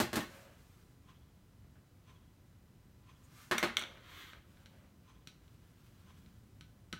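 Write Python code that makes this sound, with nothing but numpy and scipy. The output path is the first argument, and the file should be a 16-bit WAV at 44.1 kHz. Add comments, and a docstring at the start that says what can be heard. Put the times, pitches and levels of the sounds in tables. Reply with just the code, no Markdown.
"""Painter at a table

Close up in a small quiet room, things knock down on a table and a brush handle clatters on a plastic
palette. The palette slides, a sleeve swishes, and the brush stirs and taps in one of the wells.
Blows ring each object's resonances; rubbing is a stream of tiny slips. Behind it all, a wall clock
ticks faintly over the room tone and a thin electronic buzz."""
import sys
import numpy as np
from scipy import signal
from scipy.fft import rfft, irfft
from scipy.io import wavfile
from scipy.ndimage import uniform_filter1d

SR = 44100
rng = np.random.default_rng(int(sys.argv[2]) if len(sys.argv) > 2 else 0)


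def persist_wave(psi):
    """Save psi, clipped to +-1, as 16-bit WAV."""
    counts = np.round(np.clip(psi, -1, 1) * 32767).astype(np.int16)
    wavfile.write(sys.argv[1], SR, np.atleast_2d(counts).T)


N = 308347
RING_SAMPLES = 32768  # buffer for one hit or one room response

# things landing on the table: (t/s, level/dB, thud/dB, crack/dB, favoured resonance/Hz)
KNOCK_HITS = [(0.001, -27, 11.5, 11.5, 844), (0.0102, -35, 21, 0, 920), (0.1305, -34.5, 11.5, 10, 403),
              (0.157, -34, 5.5, 14.5, 1790), (0.1688, -31.5, 12.5, -1, 298), (1.64, -72, 8, -17, 706),
              (1.755, -66, 13, -24, 1500), (3.512, -29, 0.5, 3, 1730), (3.5205, -34, 2, -16, 1050),
              (3.578, -39, -24.5, -10, 2070), (3.628, -28.5, 0.5, 1.5, 2150), (3.635, -34, 7, -5.5, 1350),
              (3.778, -44.5, -2, -11, 1500), (3.812, -47.5, 0, -11, 346)]
# the table's broad tone (f/Hz, gain/dB) and its modes (f/Hz, width/Hz, boost/dB)
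TABLE_COLOUR = [(35, -19.5), (65, -5.5), (120, -5.5), (155, -6.5), (200, -2.5), (350, -2.5), (700, -2.5),
                (1100, -1), (1700, -1.5), (2400, -5.5), (4200, -8), (5200, -14.5), (8000, -20),
                (10500, -23.5), (13500, -23.5), (16000, -32.5)]
TABLE_MODES = [(192, 14, 8), (233, 14, 11), (356, 32, 11), (609, 18, 10), (838, 25, 7), (1096, 24, 8),
               (1249, 16, 8), (1384, 22, 5), (1496, 25, 7), (1662, 26, 8), (1826, 16, 10), (2042, 18, 8),
               (2171, 25, 7), (2535, 16, 7), (2673, 28, 7), (2960, 35, 6), (3400, 60, 4), (4145, 30, 6)]


def table_knocks():
    """Things are set down and ring the table top: low, roomy knocks."""
    return blows(KNOCK_HITS, TABLE_COLOUR, TABLE_MODES, contact_s=0.003, room_db=5,
                 thud_hz=110.2, thud_octaves=2.3, crack_hz=4750, spot_db=9.5, spot_width=0.072)


# the handle's hits and bounces: (t/s, level/dB, thud/dB, crack/dB, favoured resonance/Hz)
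HANDLE_HITS = [(3.5805, -38.5, 9, -2, 2080), (3.5825, -36, 11, 7, 2040), (3.7693, -30, -8, -2, 3174),
               (3.7942, -51.5, 0.5, 15, 8170), (3.814, -49.5, 4.5, 2.5, 1480), (3.8232, -45, 0, -8, 2270),
               (3.8375, -48, 15, -11, 3230)]
# the handle's broad tone (f/Hz, gain/dB) and its modes (f/Hz, width/Hz, boost/dB)
HANDLE_COLOUR = [(60, -26), (350, -18.5), (750, -26), (1400, -0.5), (1800, -13.5), (2700, -10.5),
                 (3100, -7), (3700, -1), (4400, -9), (5100, -21), (5900, -6), (7000, -13), (8300, -14),
                 (15000, -24)]
HANDLE_MODES = [(1530, 55, 6.2), (2166, 117, 21), (2253, 52, 5.1), (3090, 100, 1.87), (3670, 160, 1.78),
                (5700, 400, 5.6), (14200, 500, 6)]


def handle_clatter():
    """A brush handle bounces on the palette: short contacts, bright clicks."""
    return blows(HANDLE_HITS, HANDLE_COLOUR, HANDLE_MODES, contact_s=0.00109, room_db=-5,
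                 thud_hz=353, thud_octaves=1.3, crack_hz=5930, spot_db=14, spot_width=0.15)


# taps in a well, the last row the palette rocking on the table after the final tap: (t/s, level/dB, thud/dB,
# crack/dB, favoured resonance/Hz)
TAP_HITS = [(3.973, -61, -3, -20, 3100), (4.333, -53.5, 0, -19, 1500), (4.572, -70.5, -3, -10, 3200),
            (4.659, -60.5, -11, 0, 3100), (5.2727, -51.5, 13.5, 6.5, 2520), (5.479, -73.5, 5, 1, 3030),
            (6.261, -62, 22, 0, 3900), (6.6095, -56, 11, -1, 3080), (6.9275, -44, 3.5, 0, 3030),
            (6.934, -44.5, 6, -37, 1480)]
# the palette's broad tone (f/Hz, gain/dB) and its modes (f/Hz, width/Hz, boost/dB)
PALETTE_COLOUR = [(50, -3), (180, 5), (300, -4), (700, -14), (1400, -8), (2200, 2.5), (2600, -1),
                  (3100, 1.5), (4300, 0.5), (5000, -12.5), (5900, -12.5), (8000, -12), (10500, -18),
                  (16000, -25)]
PALETTE_MODES = [(1286, 35, 15.4), (1500, 39, 18.3), (2300, 72, 3.8), (2970, 83, 3.5), (3940, 120, 5.8),
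                 (4200, 110, 2.3), (5750, 280, 13.4)]


def brush_taps():
    """The brush taps the wall of a well and lightly rings the plastic."""
    return blows(TAP_HITS, PALETTE_COLOUR, PALETTE_MODES, contact_s=0.00173, room_db=-3,
                 thud_hz=202, thud_octaves=1.3, crack_hz=2780, spot_db=5.5, spot_width=0.062)


def blows(hits, colour, modes, contact_s, room_db, thud_hz, thud_octaves, crack_hz, spot_db, spot_width):
    """Each blow rings the object; a heavy one adds low thud, a hard one adds high crack."""
    out = np.zeros(N + RING_SAMPLES)
    t, hz = np.arange(RING_SAMPLES) / SR, bins(RING_SAMPLES)
    thud_band = np.exp(-(np.log2(hz / thud_hz) / thud_octaves) ** 2)
    crack_shelf = 1 / (1 + (crack_hz / hz) ** 4)
    for at_s, db, thud_db, crack_db, spot_hz in hits:
        force = undb(thud_db * thud_band + crack_db * crack_shelf)
        # the struck spot favours one resonance
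        gain = body(colour, [*modes, (spot_hz, spot_width * spot_hz, spot_db)], hz)
        # the surfaces chatter while they touch, smearing the attack
        chatter = rfft(rng.standard_normal(RING_SAMPLES) * np.exp(-(t / contact_s) ** 4))
        chatter /= np.abs(chatter)
        hit = irfft(ring(gain * force) * chatter * room(room_db))[:RING_SAMPLES // 2]
        rms = np.sqrt(np.sum(hit ** 2) / (0.02 * SR))  # as if its energy were spread over 20 ms
        start = int(at_s * SR)
        out[start:start + len(hit)] += undb(db) * hit / rms
    return out[:N]


# a nudge, then the slide: (peak t/s, level/dB, rise/s, fall/s), and their tone (f/Hz, gain/dB)
SLIDE_STROKES = [(3.94, -66.5, .09, 0.032), (4.2, -54, 0.16, 0.16)]
SLIDE_COLOUR = [(200, -17), (360, -3.5), (520, -17), (850, -14), (1150, -3.5), (2150, -2.5), (2650, -9),
                (3150, -2), (4200, -9), (5200, -19), (6100, -16), (10400, -25), (13000, -18),
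                (16000, -21.5)]


def palette_slide(hiss_hz=4800):
    """The palette scrapes along the table: it grumbles when slow and gains hiss with speed."""
    scrape = coloured(grains(per_s=9000, uneven_db=1.1, room_db=3), SLIDE_COLOUR)
    hiss = signal.sosfiltfilt(signal.butter(2, hiss_hz, "high", fs=SR, output="sos"), scrape)
    speed = swells(SLIDE_STROKES)
    dullness = 1 - np.sqrt(speed / speed.max())
    return (scrape - dullness * hiss) * speed


# passes of the arm: (peak t/s, level/dB, rise/s, fall/s), and their tone (f/Hz, gain/dB)
SWISH_STROKES = [(0.2, -52, .02, 0.039), (0.37, -64, 0.14, 0.074), (0.7, -71.5, 0.5, 0.23),
                 (3.24, -76, .1, .1), (3.41, -60, 0.08, 0.091)]
SWISH_COLOUR = [(300, -23), (700, -6), (1250, 2), (1800, -2), (4000, -6), (7000, -7.5), (10400, -11),
                (13000, -10), (16000, -15)]


def sleeve_swish():
    """Hand and sleeve brush the table: slips so dense that they blur into a swish."""
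    slips = grains(per_s=14000, uneven_db=0.7, room_db=3)
    return coloured(slips, SWISH_COLOUR) * swells(SWISH_STROKES)


# the ring after the knocks, and faint later swells: (peak t/s, level/dB, rise/s, fall/s)
RING_ON_SWELLS = [(0.37, -59, 0.18, 0.19), (3.87, -60, .04, 0.16), (4.14, -70, .06, 0.064),
                  (4.37, -66.5, .03, 0.024), (4.82, -69, 0.32, 0.1)]
# that ring's broad tone (f/Hz, gain/dB) and its modes (f/Hz, width/Hz, boost or cut/dB)
RING_ON_COLOUR = [(100, -5.5), (250, -9.5), (550, -6.5), (900, -7.5), (1600, -6), (3000, -13),
                  (8000, -34.5)]
RING_ON_MODES = [(235, 23, -1), (370, 31, 7.5), (588, 74, 11), (1260, 40, -3), (1825, 66, -13)]


def table_ring_on():
    """The table top and room ring on after the knocks, with a few faint low swells later."""
    wash = grains(per_s=2500, uneven_db=1.8, room_db=2)
    return coloured(wash, RING_ON_COLOUR, RING_ON_MODES) * swells(RING_ON_SWELLS)


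# a light tick of the brush: (peak t/s, level/dB, rise/s, fall/s), and its tone (f/Hz, gain/dB)
SCUFF_STROKES = [(3.247, -68, .012, .018)]
SCUFF_COLOUR = [(3000, -26), (6000, -10), (6900, 6), (7600, -8), (8400, 2), (10500, -13), (13000, -12),
                (16000, -17)]


def brush_scuff():
    """The brush gives one light tick: a dry, high scuff."""
    slips = grains(per_s=8000, uneven_db=1.2, room_db=0)
    return coloured(slips, SCUFF_COLOUR) * swells(SCUFF_STROKES)


# spells of stirring: (peak t/s, level/dB, rise/s, fall/s), and the bristles' tone (f/Hz, gain/dB)
STIR_STROKES = [(4.53, -73.5, .08, 0.26), (5.97, -73, 0.61, 0.46)]
STIR_COLOUR = [(300, -10), (700, -11), (1100, -2), (1450, 3.5), (1900, -5.5), (3100, -2.5), (4200, -7),
               (5200, -9), (7000, -9.5), (10500, -14), (15000, -12)]


def brush_stir(turns_per_s=5.3, swing_db=0.5):
    """Bristles circle in a well with a soft rustle, pressing harder once each turn."""
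    t = np.arange(N) / SR
    pressure = undb(-swing_db * np.sin(2 * np.pi * turns_per_s * t + wander(2.9)))
    rustle = coloured(grains(per_s=3000, uneven_db=2, room_db=0), STIR_COLOUR)
    return rustle * pressure * swells(STIR_STROKES)


# the hand's weight on the table: (peak t/s, level/dB, rise/s, fall/s)
LEAN_SWELLS = [(4.65, -67, .25, .3), (6.35, -62.5, 0.4, 0.46)]


def table_rumble():
    """The working hand faintly shakes the table: swells of low noise."""
    # (f/Hz, gain/dB)
    colour = [(40, -23), (70, -4), (100, 3), (135, -7.5), (190, 0), (300, -17.5), (1000, -42)]
    return coloured(rng.standard_normal(N), colour) * swells(LEAN_SWELLS)


def grains(per_s, uneven_db, room_db):
    """Dense tiny impulses of unequal size and wavering level, smeared by the room."""
    impulses = (rng.random(N) < per_s / SR) * rng.standard_normal(N)
    waver = undb(uneven_db * wander(45))
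    return signal.fftconvolve(impulses * waver, irfft(room(room_db)))[:N]


def swells(rows, roundness=1.88):
    """Envelope of swells that rise to a peak and ease off; roundness 1 is pointed, 2 a bell."""
    t, gain = np.arange(N) / SR, 0
    for peak_s, db, rise_s, fall_s in rows:
        away = np.abs(t - peak_s) / np.where(t < peak_s, rise_s, fall_s)
        gain = gain + undb(db) * np.exp(-away ** roundness)
    return gain


# the gears' broad tone (f/Hz, gain/dB) and their modes (f/Hz, width/Hz, boost or cut/dB)
GEAR_COLOUR = [(300, -8), (650, -7.5), (1100, 6.5), (1700, -1), (3300, 1), (4800, -10), (6200, -11.5),
               (12000, -23)]
GEAR_MODES = [(1027, 36, 12.5), (2070, 60, -4), (2470, 65, 5), (3420, 140, 0), (6160, 270, 9)]


def wall_clock(first_s=0.099, every_s=1, rise_s=0.031, fall_s=0.029, tail_s=0.19, tail_db=-12,
               gears_db=-66, quiver_db=-72.5, quiver_db_per_s=-0.5, quivers_per_s=15.6, quiver_s=0.19):
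    """A far clock steps on: a short swelling rattle of gears, then its hand quivers to rest."""
    gears = coloured(rng.standard_normal(N), GEAR_COLOUR, GEAR_MODES)
    hand_colour = [(500, -22), (1000, 3), (3300, -7), (8000, -36)]  # (f/Hz, gain/dB)
    hand = coloured(rng.standard_normal(N), hand_colour, modes=[(3320, 130, 18)])
    t = np.arange(N) / SR
    from_tick = (t - first_s + every_s / 2) % every_s - every_s / 2  # negative before the nearest tick
    swell = np.exp(np.minimum(from_tick, 0) / rise_s)
    after = np.maximum(from_tick, 0)
    step = np.exp(-after / fall_s) + undb(tail_db) * np.exp(-after / tail_s)
    quiver = np.exp(-(after / quiver_s) ** 2) * np.cos(np.pi * quivers_per_s * from_tick) ** 2
    quiver *= undb(quiver_db + quiver_db_per_s * t)  # weaker as the hand moves round the dial
    return swell * (undb(gears_db) * step * gears + quiver * hand)


# the tone of the room's air: (f/Hz, gain/dB)
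AIR_COLOUR = [(18, -25), (32, -14), (48, -4.5), (120, -3), (170, -9.5), (280, -14.5), (410, -21),
              (850, -28.5), (1400, -29.5), (2000, -33.5), (2900, -35.5), (6000, -39.5), (8500, -41.5),
              (10500, -43), (14000, -41.5)]


def room_tone(air_db=-62, rumble_db=-68.5, waver_db=0.81):
    """A bed of smooth, dark hiss and the building's wavering low rumble."""
    air = coloured(rng.standard_normal(N), AIR_COLOUR)
    # (f/Hz, gain/dB)
    lows = [(25, -28), (70, 2.5), (120, -5.5), (180, -4), (300, -17.5), (600, -31.5), (3000, -54.5)]
    rumble = coloured(rng.standard_normal(N), lows, modes=[(92, 14, 6)])  # the mode adds a soft hum
    return undb(air_db) * air + undb(rumble_db + waver_db * wander(7.2)) * rumble


def electronic_buzz(pitch_hz=999.3, harmonics=15, fundamental_db=-90.5, db_per_octave=-2):
    """A thin, steady buzz: multiples of one pitch, each octave a little weaker."""
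    t, buzz = np.arange(N) / SR, 0
    for k, phase in enumerate(rng.random(harmonics), 1):
        peak = np.sqrt(2) * undb(fundamental_db + db_per_octave * np.log2(k))
        buzz = buzz + peak * np.sin(2 * np.pi * (k * pitch_hz * t + phase))
    return buzz


# the small room's reverb time: (f/Hz, T60/s)
ROOM_DECAY = [(150, 0.2), (600, 0.22), (2000, 0.27), (4000, 0.27), (8000, 0.17), (15000, 0.15)]


def room(room_db, early_db=3, early_s=0.0058, build_s=0.0034, late_db=-27, late_t60_s=1.0):
    """Spectrum of the direct sound, a burst of table-top reflections and the room's short tail."""
    t, hz = np.arange(RING_SAMPLES) / SR, bins(RING_SAMPLES)
    scatter = np.exp(2j * np.pi * rng.random(len(hz)))
    band_hz, band_t60_s = np.transpose(ROOM_DECAY)
    fade = np.log(1000) * t  # 60 dB down after one T60
    late = undb(late_db) * np.exp(-fade / late_t60_s)
    tail = 0
    for share, t60_s in zip(np.eye(len(band_hz)), band_t60_s):
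        band = irfft(scatter * np.interp(np.log(hz), np.log(band_hz), share))
        tail = tail + band * (np.exp(-fade / t60_s) + late)
    early_burst = 1 + undb(early_db) * np.exp(-t / early_s)
    build_up = 1 - np.exp(-t / build_s)
    reverb = rfft(tail * early_burst * build_up)
    # many paths share the energy evenly over any broad band
    reverb /= np.sqrt(uniform_filter1d(np.abs(reverb) ** 2, size=121))
    return 1 + undb(room_db) * reverb


def body(colour, modes, hz):
    """An object's gain at each frequency: modes shaping a broad tone curve."""
    colour_hz, colour_db = np.transpose(colour)
    broad = undb(np.interp(np.log(hz), np.log(colour_hz), colour_db))
    power = 1 + sum((undb(db) ** 2 - 1) / (1 + (2 * (hz - f) / width) ** 2) for f, width, db in modes)
    return broad * np.sqrt(np.maximum(power, 0.01))


def ring(gain):
    """Minimum-phase spectrum with this gain: a sharp attack, then modes dying away."""
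    cepstrum = irfft(np.log(gain))
    cepstrum[1:RING_SAMPLES // 2] *= 2
    cepstrum[RING_SAMPLES // 2 + 1:] = 0
    return np.exp(rfft(cepstrum))


def coloured(excitation, colour, modes=()):
    """A long excitation heard through an object, at rms 1."""
    sound = irfft(rfft(excitation) * body(colour, modes, bins(N)), N)
    return sound / np.sqrt(np.mean(sound ** 2))


def wander(knots_per_s):
    """Random drift with a spread near 1."""
    knots = rng.standard_normal(2048)
    return np.interp(np.arange(N) / SR * knots_per_s, np.arange(len(knots)), knots)


def bins(samples):
    """Frequencies of a spectrum, floored at 1 Hz."""
    return np.maximum(np.fft.rfftfreq(samples, 1 / SR), 1)


def undb(db):
    """Decibels to gain."""
    return 10 ** (np.asarray(db) / 20)


def scene():
    """The mono mix: the painter's hits and soft textures in front, the room behind."""
    hits = table_knocks() + handle_clatter() + brush_taps()
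    textures = palette_slide() + sleeve_swish() + table_ring_on() + brush_scuff()
    stirring = brush_stir() + table_rumble()
    background = wall_clock() + room_tone() + electronic_buzz()
    return (hits + textures + stirring + background)[None]


def record(dry):
    """A steep low-pass cuts the top above 15.9 kHz."""
    return signal.sosfilt(signal.ellip(10, 0.2, 70, 15900, fs=SR, output="sos"), dry)


dry = scene()
out = record(dry)
persist_wave(out)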